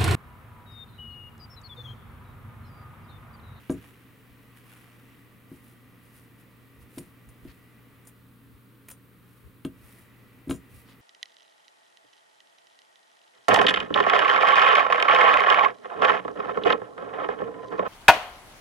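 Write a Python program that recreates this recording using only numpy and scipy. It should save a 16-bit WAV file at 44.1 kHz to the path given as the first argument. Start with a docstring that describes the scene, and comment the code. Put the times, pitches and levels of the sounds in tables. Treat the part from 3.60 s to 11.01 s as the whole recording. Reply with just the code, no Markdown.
"""Yarn is pulled and cut at a cloth-covered table in a small, humming room, close to a stereo microphone.
First steel scissors knock on the table top and yarn rubs off the ball; hands bump, brush and lean.
From about 3 s the scissors are in the hand: they clink, then snip near 4.5 s and 5.3 s, while the
raised hand shields the microphone from an appliance buzzing behind. Near 7 s they clatter down on
the table and scrape briefly over the cloth."""
import sys
import numpy as np
from scipy import signal
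from scipy.fft import rfft, irfft, next_fast_len
from scipy.io import wavfile
from scipy.ndimage import map_coordinates

SR = 44100
rng = np.random.default_rng(int(sys.argv[2]) if len(sys.argv) > 2 else 0)


def generate_wav(sig):
    """Save sig (samples, or channels by samples) to the path in sys.argv[1] as 16-bit PCM at SR."""
    pcm = np.round(np.clip(np.atleast_2d(sig).T, -1, 1) * 32767).astype(np.int16)
    wavfile.write(sys.argv[1], SR, pcm)


N = 326781


def amp(db):
    """Decibels to gain."""
    return 10 ** (np.asarray(db) / 20)


def unit(x):
    """x at rms 1."""
    return x / np.sqrt(np.mean(x ** 2) + 1e-20)


def along(points, hz):
    """(Hz, value) points read on a log axis."""
    freqs, values = np.transpose(points)
    return np.interp(np.log(hz + 1), np.log(freqs + 1), values)


def clock(size):
    """Seconds for size samples."""
    return np.arange(size) / SR


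def wobble(rate):
    """A smooth random curve, rate knots a second."""
    return map_coordinates(rng.standard_normal(int(N * rate / SR) + 4), [clock(N) * rate])


def swell(s, length):
    """A smooth rise and fall around s seconds."""
    return np.exp(-2 * ((clock(N) - s) / length) ** 2)


def filtered(x, response):
    """x times a response of frequency."""
    size = x.shape[-1]
    padded = next_fast_len(size + SR // 4)
    return irfft(rfft(x, padded) * response(np.fft.rfftfreq(padded, 1 / SR)), padded)[..., :size]


def noise(spectrum, size=N):
    """Coloured noise of rms 1."""
    return unit(filtered(rng.standard_normal(size), lambda hz: amp(along(spectrum, hz))))


def add(track, s, sound):
    """Lay a sound into the track at s seconds."""
    part = track[max(round(s * SR), 0):][:len(sound)]
    part += sound[:len(part)]


def ring(modes, detune, blur):
    """Damped modes of peak 1; each blow shifts them a little, and loose contact blurs their phase."""
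    t, x = clock(SR // 3), 0
    for hz, db, t60 in modes:
        strength_db = db + rng.standard_normal()
        wander = np.cumsum(rng.standard_normal(len(t))) / np.sqrt(SR)
        shifted_hz = hz * (1 + detune * rng.standard_normal())
        x = x + amp(strength_db - 60 * t / t60) * np.sin(2 * np.pi * shifted_hz * t + blur * wander)
    return x / np.abs(x).max()


# The two sides of the microphone. Each row: frequency in Hz, left-right likeness from 0 to 1.
STEREO_LIKENESS = [(60, 0.29), (150, 0.48), (380, 0.88), (950, 0.69), (2380, 0.29), (5980, 0.68),
                   (15000, 0.44)]
def diffuse(spectrum):
    """Stereo noise of rms 1 that reaches the microphone from all around."""
    angle = lambda hz: np.arccos(np.clip(along(STEREO_LIKENESS, hz), -1, 1)) / 2
    mid = filtered(noise(spectrum), lambda hz: np.cos(angle(hz)))
    side = filtered(noise(spectrum), lambda hz: np.sin(angle(hz)))
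    return unit(np.array([mid + side, mid - side]))


def steady_tones(lines, drift_rad=.2):
    """Steady tones whose phases barely wander."""
    x = 0
    for hz, db in lines:
        phase = 2 * np.pi * (hz * clock(N) + rng.random())
        x = x + amp(db) * np.sqrt(2) * np.sin(phase + drift_rad * wobble(3.14))
    return x


# Still air all around the microphone. Each row: frequency in Hz, relative density in dB.
AIR_SPECTRUM = [(22, -21), (55, -7), (95, -5), (150, -6.5), (270, -3), (350, -12.5), (490, -12),
                (600, -26.5), (790, -26), (1150, -16.5), (2400, -24.5), (4000, -29.5), (7000, -45.5),
                (15000, -29)]
# Low room drone, dead centre: a mains hum near 120 Hz with faint steady room resonances.
# Each row: frequency in Hz, rms level in dB.
DRONE_LINES = [(119.7, -59.5), (179.5, -71), (275, -70), (599.5, -83)]
def room_tone(air_db=-57):
    """Air and a low drone fill the small room throughout."""
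    return amp(air_db) * diffuse(AIR_SPECTRUM) + steady_tones(DRONE_LINES)


# The buzz behind the table. Each row: frequency in Hz, rms level in dB before the hand's shadow.
BUZZ_LINES = [(1168, -80.5), (1828.3, -82), (1888.2, -85), (1948.1, -76.5), (2008, -84), (2367.5, -84)]
# The whir around it. Each row: frequency in Hz, relative density in dB.
WHIR_SPECTRUM = [(400, 10), (750, 5), (1150, 4.5), (1550, 0.5), (1950, 8), (2700, 5), (4000, -9.5),
                 (7000, -14)]
# The hand between appliance and microphone. Each row: time in seconds, gain in dB.
HAND_SHADOW = [(4.42, 2), (4.7, -9), (6.08, -6), (6.25, 3)]
def appliance(whir_db=-66):
    """An appliance buzzes and whirs, quieter while the raised hand shields the microphone."""
    shadow = amp(np.interp(clock(N), *np.transpose(HAND_SHADOW)))
    return shadow * (steady_tones(BUZZ_LINES) + amp(whir_db) * diffuse(WHIR_SPECTRUM))


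# The microphone's own noise. Each row: frequency in Hz, relative density in dB.
HISS_SPECTRUM = [(3000, -40), (6000, -10.5), (9500, -1.5), (12000, -0.5), (15500, -2)]
def microphone_hiss(level_db=-70.2, width=0.23):
    """Faint steady hiss, partly unrelated between the channels."""
    mid, side = noise(HISS_SPECTRUM), width * noise(HISS_SPECTRUM)
    return amp(level_db) * unit(np.array([mid + side, mid - side]))


# Close up, yarn runs off the ball and hands brush the cloth; the scissors snap sharply near 3.4 s,
# then scrape twice over the cloth. Each row: middle in seconds, length in seconds, level in dB.
YARN_PULLS = [(.12, 0.37, -59.5), (.65, 0.73, -69), (1.32, 0.45, -62)]
HAND_STROKES = [(0.283, 0.043, -66.5), (0.977, 0.028, -64), (1.142, 0.14, -65.5), (1.943, 0.073, -66),
                (2.084, 0.076, -61), (2.455, .05, -66), (2.586, 0.093, -62), (2.808, 0.033, -64),
                (3.223, 0.023, -63), (3.391, .11, -57), (3.91, .15, -68), (5.74, 0.13, -68),
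                (6.322, 0.16, -59.5), (7.172, 0.1, -60.5)]
SCISSOR_SNAP_AND_SCRAPES = [(3.3856, 0.0065, -42.5), (3.9, 0.034, -57), (7.307, 0.058, -61)]
# Their airy swish, low rub and scissor noise. Each row: frequency in Hz, relative density in dB.
SWISH_SPECTRUM = [(1500, -28), (4000, -5.5), (7000, -8.5), (9800, 1.5), (13000, -1.5), (15500, -5.5)]
RUB_SPECTRUM = [(200, -52), (700, -5.5), (1400, 0), (2800, -1.5), (4500, -16), (8000, -20)]
SCISSOR_SPECTRUM = [(900, -2), (2000, 6), (3400, 3), (4700, 1), (7000, -14), (12000, -14)]
def handling(pull_swish_db=-10.5, brush_rub_db=-4.5, grain_db=3, unsteady_db=0.5, speed_db=1):
    """Yarn rubs, hands swish, scissors snap and scrape; fibres add grain, uneven speed adds surges."""
    pull, brush, scissors = (sum(amp(db) * swell(s, length) for s, length, db in moves)
                             for moves in (YARN_PULLS, HAND_STROKES, SCISSOR_SNAP_AND_SCRAPES))
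    fibres = unit(amp(grain_db * wobble(700) + unsteady_db * wobble(60) + speed_db * wobble(12)))
    swish = (brush + amp(pull_swish_db) * pull) * diffuse(SWISH_SPECTRUM)
    rub = (pull + amp(brush_rub_db) * brush) * diffuse(RUB_SPECTRUM)
    return fibres * (swish + rub + scissors * diffuse(SCISSOR_SPECTRUM))


# The table top, close by; the two fastest-dying modes are the local thump under the blow.
# Each row: frequency in Hz, relative level in dB, seconds to fall 60 dB.
TABLE_MODES = [(74.3, -23.5, 0.24), (112.8, -15, 0.29), (177.7, -3, 0.15), (239, -19, 0.26),
               (277.5, 2, 0.145), (312, 8, 0.038), (343.8, -8, 0.12), (407.4, -6, 0.096),
               (492, -7.5, 0.089), (540, -5, 0.013), (622, -5, 0.061), (710, -27, 0.11), (978, -11, 0.05),
               (1170, -9, 0.047), (1320, -17, 0.064), (1622, -3.5, 0.04)]
def table_boom(db, corner_hz, push_s=0.0017, lowest_hz=45):
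    """The table top booms as the push builds; a soft contact reaches only its lowest modes."""
    radiation = signal.butter(2, lowest_hz, "high", fs=SR, output="sos")  # slow motion pushes no air
    cushion = signal.butter(2, min(corner_hz, SR / 4), fs=SR, output="sos")
    top = ring(TABLE_MODES, detune=0.0022, blur=0.6)
    push = 1 - np.exp(-clock(len(top)) / push_s)
    boom = signal.sosfilt(np.vstack([cushion, radiation]), top * push)
    return amp(db) * boom / np.abs(boom).max()


# Scissors hit the table near the microphone. Each row: start in seconds, table level in dB,
# contact corner in Hz, handle level in dB, blade level in dB, seconds until the blades meet.
SCISSOR_KNOCKS = [(0.0963, -16, 770, -29.5, -37, 0.0068), (3.3739, -30.5, 650, -54, -31.5, 0.0086),
                  (3.85, -33.5, 373, -44, -67, 0.0027), (6.0495, -21, 393, -23.5, -40, 0.00064),
                  (6.872, -28, 300, -64, -51, 0.0091), (6.895, -20.5, 730, -24, -30, 0.0041),
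                  (6.9096, -22.5, 460, -16.5, -54, .0008), (6.94, -32.5, 496, -44, -41, 0.0013),
                  (7.288, -48.5, 290, -42, -56, .005)]
# Hands bump the same table. Each row: start in seconds, level in dB.
HAND_BUMPS = [(.139, -24.5), (1.916, -33.5), (2.125, -49), (3.395, -31)]
def table_knocks(lag_s=.0012, flesh_hz=283, usual_db=-34, db_per_octave=25):
    """The table gives way just after the handles touch; harder bumps of the hand are brighter."""
    track = np.zeros(N)
    for s, db, corner_hz, *_ in SCISSOR_KNOCKS:
        add(track, s + lag_s, table_boom(db, corner_hz))
    for s, db in HAND_BUMPS:
        corner_hz = flesh_hz * 2 ** ((db - usual_db) / db_per_octave)
        add(track, s, table_boom(db, corner_hz))
    return track


def held(s):
    """Whether the scissors are in the hand at s seconds."""
    return 2.8 < s < 6.89


def gripped(modes, s, decay_scale=0.27):
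    """While the scissors are held, the fingers cut their bending modes short."""
    return [(hz, db, t60 * (decay_scale if held(s) and 3500 < hz < 8000 else 1)) for hz, db, t60 in modes]


# The handles, close up. Each row: frequency in Hz, relative level in dB, free seconds to fall 60 dB.
HANDLE_MODES = [(1037, -4, 0.056), (1295, 2, 0.028), (1540, -4.5, 0.035), (2233, -2, 0.017),
                (2760, -3.5, 0.025), (2970, 12.5, 0.0042), (3840, -10, 0.07)]
def handle_clack(s, clack_db=-16, clack_t60=.018):
    """The jolted handles ring briefly over a dry burst of noise."""
    t = clock(SR // 3)
    ringing = ring(gripped(HANDLE_MODES, s), detune=0.0094, blur=19)
    return ringing + amp(clack_db - 60 * t / clack_t60) * noise(RUB_SPECTRUM, len(t))


# The blades, close up. Each row: frequency in Hz, relative level in dB, free seconds to fall 60 dB.
BLADE_MODES = [(4960, -18, 0.24), (5780, -9.5, 0.14), (6920, 1.5, 0.085), (7300, -6, 0.17),
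               (9030, -3, 0.068), (9070, 2, 0.11), (8880, -11, 0.075), (10460, -2, 0.082),
               (11260, 0, 0.045), (12400, -7, 0.077), (13500, -6, .05), (14300, -10, .05),
               (15100, -9, 0.067)]
# The crack where they touch. Each row: frequency in Hz, relative density in dB.
CRACK_SPECTRUM = [(800, 22.5), (2500, -11), (5000, 11.5), (10000, 23.5), (15500, -40)]
def blade_clink(s, crack_db=-7, crack_t60=0.02):
    """Steel on steel: a brief crack and the ring of the blades."""
    t = clock(SR // 3)
    ringing = ring(gripped(BLADE_MODES, s), detune=0.0064, blur=26.7)
    return ringing + amp(crack_db - 60 * t / crack_t60) * noise(CRACK_SPECTRUM, len(t))


# The blades meet in the hand, above the table.
# Each row: start in seconds, blade level in dB, handle level in dB.
HELD_CLINKS = [(3.689, -47, -43), (4.451, -52, -75), (4.472, -39, -69), (5.285, -41, -39),
               (5.3114, -33, -54), (5.3148, -44, -33)]
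def scissor_rattle(contacts=3, contact_s=.0002):
    """Every jolt clacks the handles; then the blades meet and rebound, dying sooner in the hand."""
    track = np.zeros(N)
    attack = 1 - np.exp(-clock(SR // 3) / contact_s)
    jolts = [(s, blade_db, handle_db, lag) for s, _, _, handle_db, blade_db, lag in SCISSOR_KNOCKS]
    jolts += [(*row, 0) for row in HELD_CLINKS]
    for s, blade_db, handle_db, lag in jolts:
        add(track, s, amp(handle_db) * attack * handle_clack(s))
        gap_s, loss_db = (.0055, 6) if held(s) else (.0092, 2.7)  # per rebound
        for k in range(contacts):
            add(track, s + lag + k * gap_s, amp(blade_db - k * loss_db) * attack * blade_clink(s))
    return track


# The small room around the table. Each row: frequency in Hz, seconds to fall 60 dB.
ROOM_DECAY = [(80, 0.38), (300, 0.15), (1500, 0.14), (10000, 0.091)]
def wall_reflections(x, width, delay_s=0.0076):
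    """The walls answer after a few milliseconds, the bass lasting longest."""
    hz, t, spectra = signal.stft(rng.standard_normal((2, SR // 2)), SR, nperseg=256)
    decay = amp(-60 * t / along(ROOM_DECAY, hz)[:, None])
    mid, side = signal.istft(spectra * decay, SR, nperseg=256)[1]
    tail = np.array([mid + width * side, mid - width * side])
    delayed = np.pad(x, (int(delay_s * SR), 0))
    return signal.fftconvolve(delayed[None], tail / np.linalg.norm(tail[0]), axes=1)[:, :N]


# A hand leans on the table near the microphone. Each row: middle in seconds, level in dB.
HAND_LEANS = [(.725, -59.5), (3.22, -49.5), (3.69, -50.5), (3.87, -47), (4.95, -53.5), (5.87, -51),
              (6.24, -51), (6.93, -39.5), (7.16, -51)]
def table_rumble(shift_s=0.052):
    """Shifting weight makes the table rumble around its lowest mode."""
    weight = sum(amp(db) * swell(s, shift_s) for s, db in HAND_LEANS)
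    return weight * diffuse([(25, -38), (45, -9), (70, -0.5), (110, -10), (200, -27), (500, -54)])


# The blades slide, close to the microphone. Each row: start in seconds, length in seconds, level in dB.
BLADE_SLIDES = [(4.463, 0.041, -55.5), (5.2833, 0.011, -42), (5.299, 0.01, -42.5)]
# Their grating edges. Each row: frequency in Hz, relative density in dB.
SHEAR_SPECTRUM = [(300, -32), (1000, -1), (2300, 4.5), (4500, -10), (7500, -6), (9500, 5.5), (15000, 3.5)]
def snips(grain_db=3):
    """The edges grate on each other and part the yarn fibre by fibre."""
    pressure = np.zeros(N)
    for s, length, db in BLADE_SLIDES:
        add(pressure, s, amp(db) * signal.windows.tukey(int(length * SR), .5))
    return pressure * unit(noise(SHEAR_SPECTRUM) * amp(grain_db * wobble(1200)))


def scene():
    """Table and scissors are close and slightly left of the microphone, with the room behind."""
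    table = table_knocks()
    steel = scissor_rattle() + snips()
    near = table * amp([[.6], [-.6]]) + steel * amp([[.8], [-.8]])
    walls = amp(-9.5) * wall_reflections(table, width=0.31)
    walls += amp(-10.0) * wall_reflections(steel, width=0.6)
    return near + walls + table_rumble() + handling() + appliance() + room_tone() + microphone_hiss()


def record(dry, top_hz=15850):
    """The recorder keeps nothing above its band limit."""
    return filtered(dry, lambda hz: hz < top_hz)


dry = scene()
out = record(dry)
generate_wav(out)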